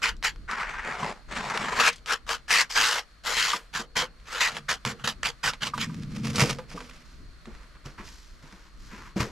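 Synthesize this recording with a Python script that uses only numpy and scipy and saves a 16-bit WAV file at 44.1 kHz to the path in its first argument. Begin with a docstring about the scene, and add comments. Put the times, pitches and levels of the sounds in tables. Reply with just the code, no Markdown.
"""A gloved hand sweeps gritty ash across a hearth slab and scrapes more out of a clay stove, into a metal tray.
The tray drags off the slab with a rumble, is carried over crunching dirt and is set down with a thump.
Rubs are tiny random slips over a hiss; crumbs are short noise bursts; metal and thumps are fading tones.
Behind them are a low air rumble, leaves and a thin insect tone, made of filtered noise."""
import sys
import numpy as np
from scipy import signal
from scipy.fft import rfft, irfft, next_fast_len
from scipy.io import wavfile
from scipy.ndimage import uniform_filter1d, map_coordinates

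SR = 44100
rng = np.random.default_rng(int(sys.argv[2]) if len(sys.argv) > 2 else 0)


def log_audio(samples):
    """Write samples as a 16-bit WAV file to the path given in sys.argv[1]."""
    # one column per channel
    frames = np.atleast_2d(samples).T
    # limit to full scale, then quantise
    limited = np.clip(frames, -1, 1)
    pcm = np.round(limited * 32767).astype(np.int16)
    wavfile.write(sys.argv[1], SR, pcm)


N = 410571

# sweeps over the slab: (time [s], rise [s], slide [s], sag [dB], friction [dB], hiss [dB], tray boom [dB],
# flat-hand resonance [Hz], flattest after [s])
SWEEP_STROKES = [ (0.018, 0.016, 0.061, 9, -21, -28, -64, 2230, .04),
                 (0.23, 0.019, 0.038, 9, -23.5, -26.5, -64, 2120, 0.03),
                 (1.754, 0.05, 0.085, 0, -22.5, -28.5, -52.5, 1820, 0.17),
                 (2.06, 0.047, 0.031, 0, -26, -31.5, -62, 1480, 0.0068),
                 (2.265, 0.034, 0.047, 0.5, -30, -34, -63, 1490, 0.08),
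                 (2.48, 0.038, 0.099, 0, -23, -24.5, -55, 2080, .085),
                 (2.694, 0.0076, 0.045, 1.5, -39, -37.5, -70, 1650, .02),
                 (2.746, 0.015, 0.23, 9.5, -22, -24, -66, 1710, 0.077),
                 (3.236, 0.034, 0.073, 1, -28, -30.5, -61, 1350, .06),
                 (3.34, 0.034, 0.19, 8.5, -25, -26, -58, 2230, .06),
                 (3.729, 0.023, .06, 5.5, -30, -33, -47, 1590, 0.0063),
                 (3.954, 0.012, 0.067, 7, -22.5, -28, -40.5, 1830, 0.0061),
                 (4.255, 0.095, 0.052, -2.5, -33.5, -38.5, -79, 1500, 0.11),
                 (4.401, .008, 0.081, 7, -21.5, -27, -66, 2200, 0.024),
                 (4.48, 0.027, 0.069, -7, -42.5, -48, -52, 1420, .06),
                 (4.683, 0.0056, 0.053, 6, -25, -29, -44, 1600, 0.01),
                 (4.849, 0.013, 0.054, 5, -32.5, -35.5, -34.5, 1600, 0.025),
                 (4.97, 0.033, 0.011, -1, -51, -57, -51, 1370, .02),
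                 (5.037, 0.0064, 0.023, 5.5, -30, -33.5, -36, 1330, .02),
                 (5.071, 0.0041, 0.035, 12.5, -25.5, -26.5, -38.5, 1300, 0.024),
                 (5.229, 0.026, 0.033, 7.5, -24, -28.5, -43, 1900, 0.012),
                 (5.43, 0.0097, 0.054, 2.5, -27, -29.5, -40.5, 1780, 0.0082),
                 (5.606, .02, 0.054, 3, -32.5, -35, -39, 1560, .01),
                 (5.789, 0.02, 0.028, -1.5, -32.5, -34, -46, 2400, 0.023), ]
# pulls inside the firebox: (time [s], rise [s], slide [s], sag [dB], friction [dB], hiss [dB], cavity boom [dB])
PULL_STROKES = [(0.478, 0.012, 0.4, 10, -31.5, -49, -48), (0.82, 0.075, 0.078, -0.5, -35, -48, -40),
                (0.95, 0.051, 0.099, 0, -37, -45.5, -37.5), (1.28, 0.057, .44, -4.5, -36.5, -45, -41)]
# the tray's rim grinding off the slab, then shifting in the hands:
# (time [s], rise [s], slide [s], sag [dB], grit [dB], tray boom [dB])
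GRIND_STROKES = [(5.71, 0.087, .25, 1, -54, -34.5), (6.05, 0.062, 0.21, -4, -53.5, -34),
                 (6.149, 0.014, .012, 9, -40, -48), (6.232, .016, 0.061, 3.5, -37, -35),
                 (6.33, .026, .014, -5, -35.5, -36), (6.38, 0.0026, 0.045, -1, -21.5, -26),
                 (6.44, 0.061, 0.021, 5.5, -27.5, -28.5), (6.675, 0.022, 0.32, 9.5, -48.5, -51.5)]
# soles and clothes scuffing on the walk, then the tray settling in the dirt:
# (time [s], rise [s], slide [s], sag [dB], crunch [dB], swish [dB])
SCUFF_STROKES = [(7.04, 0.016, 0.25, 13, -64, -62.5), (7.45, 0.022, 0.16, 0.5, -57.5, -69),
                 (7.74, .012, .015, 4, -55, -74), (7.842, 0.012, .02, 3.5, -45, -51),
                 (7.973, 0.0086, 0.032, 2.5, -41.5, -57), (8.0, 0.058, 0.34, 17.5, -56.5, -51.5),
                 (8.42, 0.0075, .24, 1.5, -56, -62.5), (8.7, 0.13, .06, -2, -61.5, -60),
                 (8.885, 0.031, 0.17, 3.5, -46, -56.5), (9.158, 0.013, .02, 4, -38, -43),
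                 (9.192, 0.014, .03, 10.5, -26, -33.5)]
# larger crumbs of charcoal cracking: (time [s], level [dB], pitch [Hz], spray of fragments [dB relative to snap])
LARGE_CRUMBS = [(0.028, -21, 1960, -11), (0.167, -38, 4400, -13), (0.227, -14.5, 1730, -25),
                (0.25, -15, 2000, -13), (0.36, -33.5, 1400, -25), (0.512, -14.5, 1690, -6),
                (0.607, -18, 1420, -2), (1.499, -16, 1400, 1), (1.575, -7.5, 1360, -14),
                (1.779, -16, 1230, -15), (1.929, -25.5, 2960, 2), (1.959, -30, 4700, -3),
                (1.982, -38.5, 2919, 0), (2.06, -23.5, 2200, -24), (2.292, -11.5, 1070, -11),
                (2.482, -26, 1550, -16), (2.506, -7, 1326, -4), (2.706, -21, 1870, -11),
                (3.112, -45, 1180, -11), (4.2, -41, 1690, -24), (4.407, -18, 2110, -15),
                (4.568, -14.5, 1490, -19), (4.715, -8.5, 1410, -10), (4.851, -7.5, 1630, -17),
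                (5.076, -15, 1118, -13), (5.232, -8.5, 1614, -23), (5.258, -17, 2420, -7),
                (5.477, -10, 1400, -3), (5.535, -19, 1530, -4), (5.778, -15, 1376, -1),
                (6.034, -28, 2500, -20.5), (6.358, -10.5, 4630, 13), (6.382, -13, 1150, -16),
                (6.501, -11, 2230, -15), (6.586, -24, 1400, -4), (6.715, -31, 1010, 5),
                (6.776, -42, 1500, -8), (6.805, -23, 1170, -2), (6.911, -32.5, 1470, -9),
                (7.456, -30.5, 1260, -9), (7.55, -35, 1400, -8), (7.632, -41, 1400, -10),
                (7.861, -32, 1200, -20), (7.986, -32, 1090, -17), (8.079, -32, 1500, -10),
                (8.525, -34, 1820, -12)]
# hard knocks on the tray's rim: (time [s], level [dB])
RIM_KNOCKS = [(3.533, -10.5), (5.736, -16), (5.896, -34.5), (6.586, -27), (6.775, -28)]
# the tray's drops and the footfalls: (time [s], level [dB], base pitch [Hz])
SOFT_THUMPS = [(3.54, -32.5, 196), (3.794, -28, 212), (4.024, -27.5, 511), (4.862, -22, 139),
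               (6.421, -9, 134), (6.585, -28.5, 514), (6.743, -24, 169), (7.471, -28.5, 216),
               (7.858, -26.5, 137), (7.994, -31.5, 205), (8.433, -36, 150), (8.526, -35.5, 188),
               (8.929, -32.5, 209), (9.161, -12, 192), (9.201, -13.5, 121)]

# how the support of the tray changes its floor: (time [s], lowest mode [Hz], second mode [dB relative to lowest])
TRAY_FLOOR_PITCH = [(3.8, 166, -3), (4.9, 140, -4), (5.75, 142, -8.5), (5.97, 163, -13),
                    (6.04, 140.5, -10.5), (6.12, 143, 3), (6.33, 146.7, -3), (6.43, 134.2, -5.5),
                    (6.6, 139.7, -6), (6.8, 166.2, 1)]
# ringing of the tray's wall: (pitch [Hz], width [Hz], level [relative dB])
TRAY_WALL_MODES = [(337, 22, -12.5), (468.5, 32, 3.5)]
# how freely rubs and knocks reach the wall: (time [s], share [0 to 1])
WALL_TOUCH = [(3.4, 1), (3.55, 1), (6.85, 1), (7, 0.32), (9.1, 0), (9.15, 0.24)]
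# ringing of the tray's rim: (pitch [Hz], level [relative dB], time to fall 60 dB [s])
TRAY_RIM_MODES = [(990, -2.5, 0.099), (1174, 10, 0.024), (1200, 2, 0.056), (1560, -2, 0.043)]
# tones in a thump: (times the base pitch [ratio], level [relative dB])
THUMP_MODES = [(.74, -9.5), (1.01, 2.5), (1.7, -4.5)]

# colour of grit on the slab: (frequency [Hz], level [relative dB])
SLAB_COLOUR = [(88, -62), (150, -15.5), (350, -14.5), (480, -11), (750, -5), (1000, 2), (1500, 1.5),
               (2300, -6.5), (3000, 1), (3600, -4), (4700, -2.5), (7300, -9), (9000, -18.5), (12000, -20),
               (14600, -36)]
# colour of scraping in the firebox: (frequency [Hz], level [relative dB])
FIREBOX_COLOUR = [(53, -48), (90, -15), (144, -5), (245, -3), (310, -17), (367, -5.5), (575, -6.5),
                  (979, -3.5), (1700, -6.5), (3440, -14), (4260, -14), (7410, -19.5), (12100, -39),
                  (14600, -49)]
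# colour of the grinding rim: (frequency [Hz], level [relative dB])
RIM_COLOUR = [(240, -21), (400, -3), (465, -2.5), (648, -3.5), (824, -4), (1260, 2), (1700, -2), (2300, 1),
              (4010, -6), (5260, -2), (8260, -13.5), (12000, -19.5), (14600, -34)]
# colour of crunching dirt: (frequency [Hz], level [relative dB])
DIRT_COLOUR = [(150, -3), (300, -4.5), (500, -12), (720, -21.5), (950, -3.5), (1400, -5.5), (2200, -8.5),
               (3400, -10.5), (5500, -8), (7500, -14.5), (9000, -24.5), (12000, -22), (14000, -38)]
# colour of the noise in the tray's boom: (frequency [Hz], level [relative dB])
BOOM_COLOUR = [(35, -25), (70, -4), (120, 0.5), (160, -2.5), (230, -1), (290, -7), (370, -21.5), (550, -35),
               (920, -94)]
# colour of the air rumble: (frequency [Hz], level [relative dB])
AIR_COLOUR = [(15, -10), (22, -1), (45, 0), (58, -3), (75, -17.5), (110, -17.5), (180, -20), (350, -26),
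              (700, -45), (1500, -90)]
# colour of the leaves: (frequency [Hz], level [relative dB])
LEAF_COLOUR = [(350, -23), (600, -8), (856, -17.5), (1190, -5), (1630, -8), (2070, -10), (2770, -15.5),
               (4330, -15), (9060, -27.5), (12100, -30.5), (14000, -54.5)]
# colour of the air under the palm: (frequency [Hz], level [relative dB])
PALM_COLOUR = [(600, -6), (1000, 0.5), (2500, 3), (3600, -6), (8000, -33)]
# body left in the rub at each palm pitch: (hollow pitch [Hz], level [relative dB])
BODY_BY_PITCH = [(1350, 0.0), (1650, -5.0), (2000, -1.5)]
# how much of the rub is the palm's hollow tone: (hollow pitch [Hz], share of power [0 to 1])
HOLLOW_SHARE = [(1300, 0.2), (1700, 0.4), (2050, 0.79)]

# where the work is: (time [s], left minus right above the bass [dB])
LEFT_LEAN = [(0, 0.3), (.7, 1.5), (1.7, 1), (2.2, 3), (2.8, 0.4), (3.3, 2), (3.8, -0.7), (4.4, 0.3),
             (5.3, -2), (6.4, -1.5), (7.5, -2.5), (9.3, 1.5)]
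# how alike left and right are, for close sounds: (frequency [Hz], likeness [0 to 1])
CLOSE_ALIKE = [(150, 0.98), (1000, 0.92), (4000, 0.81), (8000, 0.94), (12000, 0.6)]
# the same for the air, then for the leaves: (frequency [Hz], likeness [0 to 1])
AIR_ALIKE = [(30, 0.67), (100, 0.74)]
LEAF_ALIKE = [(1000, 0.51), (8000, 0.6)]
# fading of the echo under the roof: (frequency [Hz], time to fall 60 dB [s])
SHELTER_FADE = [(150, 0.8), (1500, 0.2), (6000, 0.15), (13000, 0.05)]
# low rumble of the open air, before its random wobble: (time [s], level [dB])
AIR_LEVEL = [(0, -45), (1, -47.5), (2.8, -51), (4.7, -52.5), (6.3, -49.5), (7.5, -47.5), (8.3, -52),
             (9.3, -48.5)]
# rustle of the leaves, before its random wobble: (time [s], level [dB])
LEAF_LEVEL = [(0, -60), (4.2, -62.5), (5.5, -58), (9.3, -61)]
# lift of the left treble, matched by an equal cut on the right: (frequency [Hz], lift [dB])
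LEFT_TREBLE = [(4000, 0.04), (8000, 1.0)]

TOP_HZ = 14500
TOUCH_DB = 18  # every rub starts this far under its full pressure
SAG_POWER = 1.34  # pressure holds at first and sags towards the end of the slide
# fall after the hand lifts: friction, hiss, tray boom
LIFT_DB_PER_S, POWDER_DB_PER_S, TRAY_DB_PER_S = 601, 703, 180
# fall after a pull, a grind, a scuff
FIREBOX_DB_PER_S, GRIND_DB_PER_S, DIRT_DB_PER_S = 264, 454, 223
CUPPED_HZ = 1255  # hollow under a cupped hand
FLAT_S, FLAT_SHARE = 0.054, 0.31  # width of the flat moment: a fixed time plus a share of the slide
# small crumbs: how many, level against the rubbing, random spread each way, middle pitch
CRUMBS_PER_S, CRUMB_DB, CRUMB_SPREAD_DB, CRUMB_HZ = 28, 1, 4, 1900
SECOND_MODE = 1.45  # times the tray floor's lowest mode


def sweeps():
    """The glove rubs grit over the slab; the hollow under the palm rings higher and clearer as the hand flattens."""
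    gain, hiss_gain = strokes(SWEEP_STROKES, [LIFT_DB_PER_S, POWDER_DB_PER_S])
    hollow_hz = hollow_pitch()
    low, hiss = split(grit(SLAB_COLOUR, rate=3200, powder_db=0, clump_db=1.67), 2920)
    body, rasp = split(unit(low), 1060)
    rasp = rasp + amp(along(BODY_BY_PITCH, hollow_hz)) * body
    # the rasp bounces between glove and slab
    rasp = echoed(rasp, 2 / np.maximum(hollow_hz, 1000), reflect=0.19)
    hollow = unit(palm(noise(PALM_COLOUR, CLOSE_ALIKE), hollow_hz, width_hz=450))
    share = np.clip(along(HOLLOW_SHARE, hollow_hz), 0, 1)
    rub = np.sqrt(1 - share) * rasp + np.sqrt(share) * hollow
    return shifting(gain * rub + hiss_gain * unit(hiss), depth_db=2.5)


def hollow_pitch():
    """The hollow under the palm rises in pitch as the hand flattens, once in each sweep."""
    t = np.linspace(0, N / SR, N // 100)
    hz = np.full(len(t), float(CUPPED_HZ))
    for s, _, slide_s, *_, flat_hz, after_s in SWEEP_STROKES:
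        flatness = np.exp(-((t - s - after_s) / (FLAT_S + FLAT_SHARE * slide_s)) ** 2)
        hz = np.where(t < s, hz, CUPPED_HZ + (flat_hz - CUPPED_HZ) * flatness)
    return np.interp(np.arange(N) / SR, t, uniform_filter1d(hz, size=4))


def palm(x, hz, width_hz):
    """A moving air resonance: cross-fade between neighbouring fixed ones."""
    centres = np.geomspace(900, 2900, 7)
    place = np.interp(hz, centres, np.arange(len(centres)))
    out = 0
    for k, centre in enumerate(centres):
        nearness = np.maximum(1 - abs(place - k), 0)
        out = out + nearness * signal.lfilter(*signal.iirpeak(centre, centre / width_hz, SR), x)
    return out


def pulls():
    """Deep in the firebox the scraping is dull and uneven, and the cavity booms."""
    low, hiss = split(grit(FIREBOX_COLOUR, rate=1500, powder_db=2.0, clump_db=1.3), 2630)
    boom, rasp = split(low, 940)
    rasp_gain, hiss_gain, boom_gain = strokes(PULL_STROKES, [FIREBOX_DB_PER_S] * 3)
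    scrape = rasp_gain * unit(rasp) + hiss_gain * unit(hiss) + boom_gain * unit(boom)
    return shifting(amp(1.05 * wobble(55)) * scrape, depth_db=2.2)


def crumbs():
    """Each crumb breaks with a sharp snap and a short spray of fragments."""
    out, t = np.zeros(N), np.arange(SR // 12) / SR
    for s, db, hz, spray_db in LARGE_CRUMBS + small_crumbs():
        fade = amp(-60 * t / 0.0086) + amp(spray_db - 60 * t / 0.081)
        burst = rng.standard_normal(len(t)) * fade
        band = [hz * 0.64, min(hz * 1.53, SR / 3)]
        snap = signal.lfilter(*signal.butter(1, band, "band", fs=SR), burst)
        add(out, s, amp(db - 4.0) * snap / abs(snap).max())
    return signal.lfilter(*signal.butter(2, [600, 8000], "band", fs=SR), out)


def small_crumbs():
    """Small crumbs break at random under glove, rim and soles, louder with harder rubbing: rows like LARGE_CRUMBS."""
    rubbing = strokes(SWEEP_STROKES, [LIFT_DB_PER_S])[0]
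    rubbing = rubbing + strokes(PULL_STROKES + GRIND_STROKES + SCUFF_STROKES, [DIRT_DB_PER_S])[0]
    rows = []
    for when, size, pitch in rng.random((int(CRUMBS_PER_S * N / SR), 3)):
        rubbing_db = 20 * np.log10(rubbing[int(when * N)] + 1e-6)
        db = rubbing_db + CRUMB_DB + CRUMB_SPREAD_DB * (2 * size - 1)
        hz = CRUMB_HZ * 2 ** (2 * pitch - 1)  # up to an octave either way
        rows.append((when * N / SR, db, hz, -16))
    return rows


def tray():
    """The ash-damped tray floor judders around its two lowest modes, shaken by the hand and its grinding rim."""
    hz, second_db = curves(TRAY_FLOOR_PITCH)
    phase = 2 * np.pi * np.cumsum(hz) / SR
    mode = lambda p: wobble(38) * np.cos(p) + wobble(38) * np.sin(p)
    judder = unit(mode(phase) + amp(second_db) * mode(SECOND_MODE * phase))
    brushed = strokes(SWEEP_STROKES, [LIFT_DB_PER_S, POWDER_DB_PER_S, TRAY_DB_PER_S])[-1]
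    grinding, dragged = strokes(GRIND_STROKES, [GRIND_DB_PER_S, TRAY_DB_PER_S])
    shaking = np.hypot(brushed, dragged)
    boom = shaking * (amp(-2.0) * judder + amp(-5) * noise(BOOM_COLOUR, CLOSE_ALIKE))
    return boom + grinding * grit(RIM_COLOUR, rate=1100, powder_db=3, clump_db=2.05)


def clinks():
    """A gritty knock sets the tray's rim ringing briefly."""
    out, t = np.zeros(N), np.arange(SR // 5) / SR
    for s, db in RIM_KNOCKS:
        ring = 0
        for hz, mode_db, t60 in TRAY_RIM_MODES:
            ring = ring + amp(mode_db + rng.normal(0, 2.1) - 60 * t / t60) * np.sin(2 * np.pi * hz * t)
        crunch_filter = signal.butter(1, [700, 2500], "band", fs=SR)
        crunch = signal.lfilter(*crunch_filter, rng.standard_normal(len(t)))
        knock = ring + amp(-7.5 - 60 * t / 0.26) * crunch
        add(out, s, amp(db - 8) * knock * (1 - np.exp(-t / 0.0035)))
    return out


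def wall(x):
    """The tray's wall rings while it rests on the slab, less and less once lifted, and again when it lands."""
    touching = curves(WALL_TOUCH)[0]
    ringing = lambda f: sum(amp(db + 7) * resonance(f, hz, width) for hz, width, db in TRAY_WALL_MODES)
    return filtered(x * touching, ringing)


def thumps():
    """Heavy soft contacts: a few strongly damped low modes and a dull rattle."""
    out, t = np.zeros(N), np.arange(SR // 3) / SR
    for s, db, hz in SOFT_THUMPS:
        body = 0
        for ratio, mode_db in THUMP_MODES:
            mode_hz = hz * ratio * rng.normal(1, 0.02)
            body = body + amp(mode_db) * np.sin(2 * np.pi * mode_hz * t)
        rattle_filter = signal.butter(2, [hz * 0.83, hz * 4], "band", fs=SR)
        rattle = unit(signal.lfilter(*rattle_filter, rng.standard_normal(len(t))))
        thud = body * amp(-60 * t / 0.12) + amp(-14 - 60 * t / 0.35) * rattle
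        thud = thud * (1 - np.exp(-t / 0.003))  # soft start
        add(out, s, amp(db - 6.5) * thud / abs(thud).max())
    return out


def scuffs():
    """Dry dirt crunches under the soles and the landing tray; dust and cloth swish above it."""
    crunch, swish = split(grit(DIRT_COLOUR, rate=500, powder_db=1.5, clump_db=0.7), 2780)
    crunch_gain, swish_gain = strokes(SCUFF_STROKES, [DIRT_DB_PER_S] * 2)
    return crunch_gain * unit(crunch) + swish_gain * unit(swish)


def shelter(x):
    """The roof and stove walls answer with a short weak tail of fading noise."""
    hz, t, z = signal.stft(rng.standard_normal((2, SR // 2)), SR, nperseg=256)
    fade = amp(-60 * t / along(SHELTER_FADE, hz)[:, None])
    tail = signal.istft(z * fade, SR, nperseg=256)[1]
    tail = np.pad(tail, ((0, 0), (SR // 250, 0)))  # the answer comes 4 ms late
    return signal.fftconvolve(x.mean(axis=0)[None], tail / np.linalg.norm(tail[0]), axes=1)[:, :N]


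def outdoors():
    """Low moving air and leaves are wavering coloured noise; the insect chorus is noise in a narrow band."""
    air = amp(curves(AIR_LEVEL)[0] + 2.1 * wobble(8.4)) * noise(AIR_COLOUR, AIR_ALIKE)
    leaves = amp(curves(LEAF_LEVEL)[0] + wobble(7.3)) * noise(LEAF_COLOUR, LEAF_ALIKE)
    insects = unit(filtered(rng.standard_normal((2, N)), lambda f: resonance(f, 4320, 330) ** 2))
    return air + leaves + amp(-67.5 + wobble(3.53)) * insects


def grit(spectrum, rate, powder_db, clump_db):
    """Friction: tiny slips of hard grains over a hiss of powder, bunched as the surface catches and lets go."""
    slips = (rng.random((2, N)) < rate / SR) * rng.uniform(-1.06, 1, (2, N))  # rate is slips a second
    force = unit(slips) + amp(powder_db) * rng.standard_normal((2, N))
    bunching = amp(clump_db * (wobble(260) + 0.65 * wobble(60)))
    return stereo(force * bunching, spectrum, CLOSE_ALIKE)


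def strokes(table, falls_db_per_s):
    """A rub presses in, sags as it slides and dies away when it lifts: one gain curve for each level column."""
    power = np.zeros((len(falls_db_per_s), N))
    for s, rise_s, slide_s, sag_db, *levels_db in table:
        t = np.arange(int((rise_s + slide_s + .5) * SR)) / SR
        press_db = -TOUCH_DB * np.maximum(1 - t / rise_s, 0)
        slid = np.clip((t - rise_s) / slide_s, 0, 1)
        pressure_db = press_db - sag_db * slid ** SAG_POWER
        lifted_s = np.maximum(t - rise_s - slide_s, 0)
        fade_in = np.minimum(t / 0.0011, 1)
        for layer, db, fall in zip(power, levels_db, falls_db_per_s):
            add(layer, s, (amp(db + pressure_db - fall * lifted_s) * fade_in) ** 2)
    return np.sqrt(power)


def shifting(x, depth_db):
    """The gaps between the fingers keep changing, and with them the peaks of the colour."""
    z = signal.stft(x, nperseg=512)[2]
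    field = uniform_filter1d(rng.standard_normal(z.shape[1:]), size=4, axis=0)  # smooth over pitch
    field = uniform_filter1d(field, size=12, axis=1)  # smooth over time
    return signal.istft(z * amp(depth_db * unit(field) - depth_db / 10), nperseg=512)[1][:, :N]


def echoed(x, delay, reflect):
    """x with one near reflection, delay seconds late: a moving comb of peaks and dips."""
    n = np.arange(N)
    late = np.array([np.interp(n - delay * SR, n, channel) for channel in x])
    return (x + reflect * late) / np.sqrt(1 + reflect ** 2)


def placed(x):
    """A source further right is slightly later in the left channel and, above the bass, weaker there."""
    lean = curves(LEFT_LEAN)[0] / 2
    lag = .55 - 0.22 * lean  # samples
    left = map_coordinates(x[0], [np.arange(N) - lag], mode="nearest")
    bass, rest = split(np.array([left, x[1]]), 350)
    return bass + rest * amp([lean, -lean])


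def noise(spectrum, alike):
    """Smooth coloured stereo noise."""
    return stereo(rng.standard_normal((2, N)), spectrum, alike)


def stereo(pair, spectrum, alike):
    """Two unrelated signals become a coloured, partly alike left and right of rms 1."""
    turn = lambda f: np.arccos(np.clip(along(alike, f), -1, 1)) / 2
    colour = lambda f: amp(along(spectrum, f)) * np.array([np.cos(turn(f)), np.sin(turn(f))])
    mid, side = filtered(pair, colour)
    return unit(np.array([mid + side, mid - side]))


def split(x, hz):
    """The parts of x below and above hz."""
    low = filtered(x, lambda f: 1 / (1 + (f / hz) ** 8))
    return low, x - low


def filtered(x, response):
    """x times a response of frequency."""
    m = next_fast_len(N + 8192, real=True)
    return irfft(rfft(x, m) * response(np.fft.rfftfreq(m, 1 / SR)), m)[..., :N]


def resonance(f, hz, width_hz):
    """Response of one damped mode."""
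    return 1j * f * width_hz / (hz * hz - f * f + 1j * f * width_hz)


def wobble(rate):
    """A smooth random curve, rate knots a second."""
    fine = signal.resample_poly(rng.standard_normal(int(N * rate / SR) + 4), 10, 1)
    return 1.26 * np.interp(np.arange(N) * 10 * rate / SR, np.arange(len(fine)), fine)


def curves(rows):
    """One value per sample for each column after the time."""
    s, *cols = np.transpose(rows)
    return [np.interp(np.arange(N) / SR, s, c) for c in cols]


def along(points, hz):
    """Reads a table of (frequency [Hz], value) between its points, on a log axis."""
    f, v = np.transpose(points)
    return np.interp(np.log(hz + 1), np.log(f + 1), v)


def add(track, s, sound):
    """Mix a sound in at s seconds."""
    part = track[max(round(s * SR), 0):][:len(sound)]
    part += sound[:len(part)]


def amp(db):
    """Decibels to gain."""
    return 10 ** (np.asarray(db) / 20)


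def unit(x):
    """Scaled to rms 1."""
    return x / np.sqrt(np.mean(x ** 2) + 1e-20)


def scene():
    """All the work, placed between left and right, under the roof, with the outdoors behind."""
    contacts = sweeps() + tray() + scuffs() + crumbs() + clinks() + thumps()
    work = pulls() + contacts + wall(contacts)
    return placed(work) + amp(-27.5) * shelter(work) + outdoors()


def record(dry):
    """The left channel is a little brighter than the right; nothing is kept from TOP_HZ upwards."""
    brighter = lambda f: amp(np.outer([1, -1], along(LEFT_TREBLE, f)))
    return filtered(dry, lambda f: brighter(f) * (f < TOP_HZ))


dry = scene()
out = record(dry)
log_audio(out)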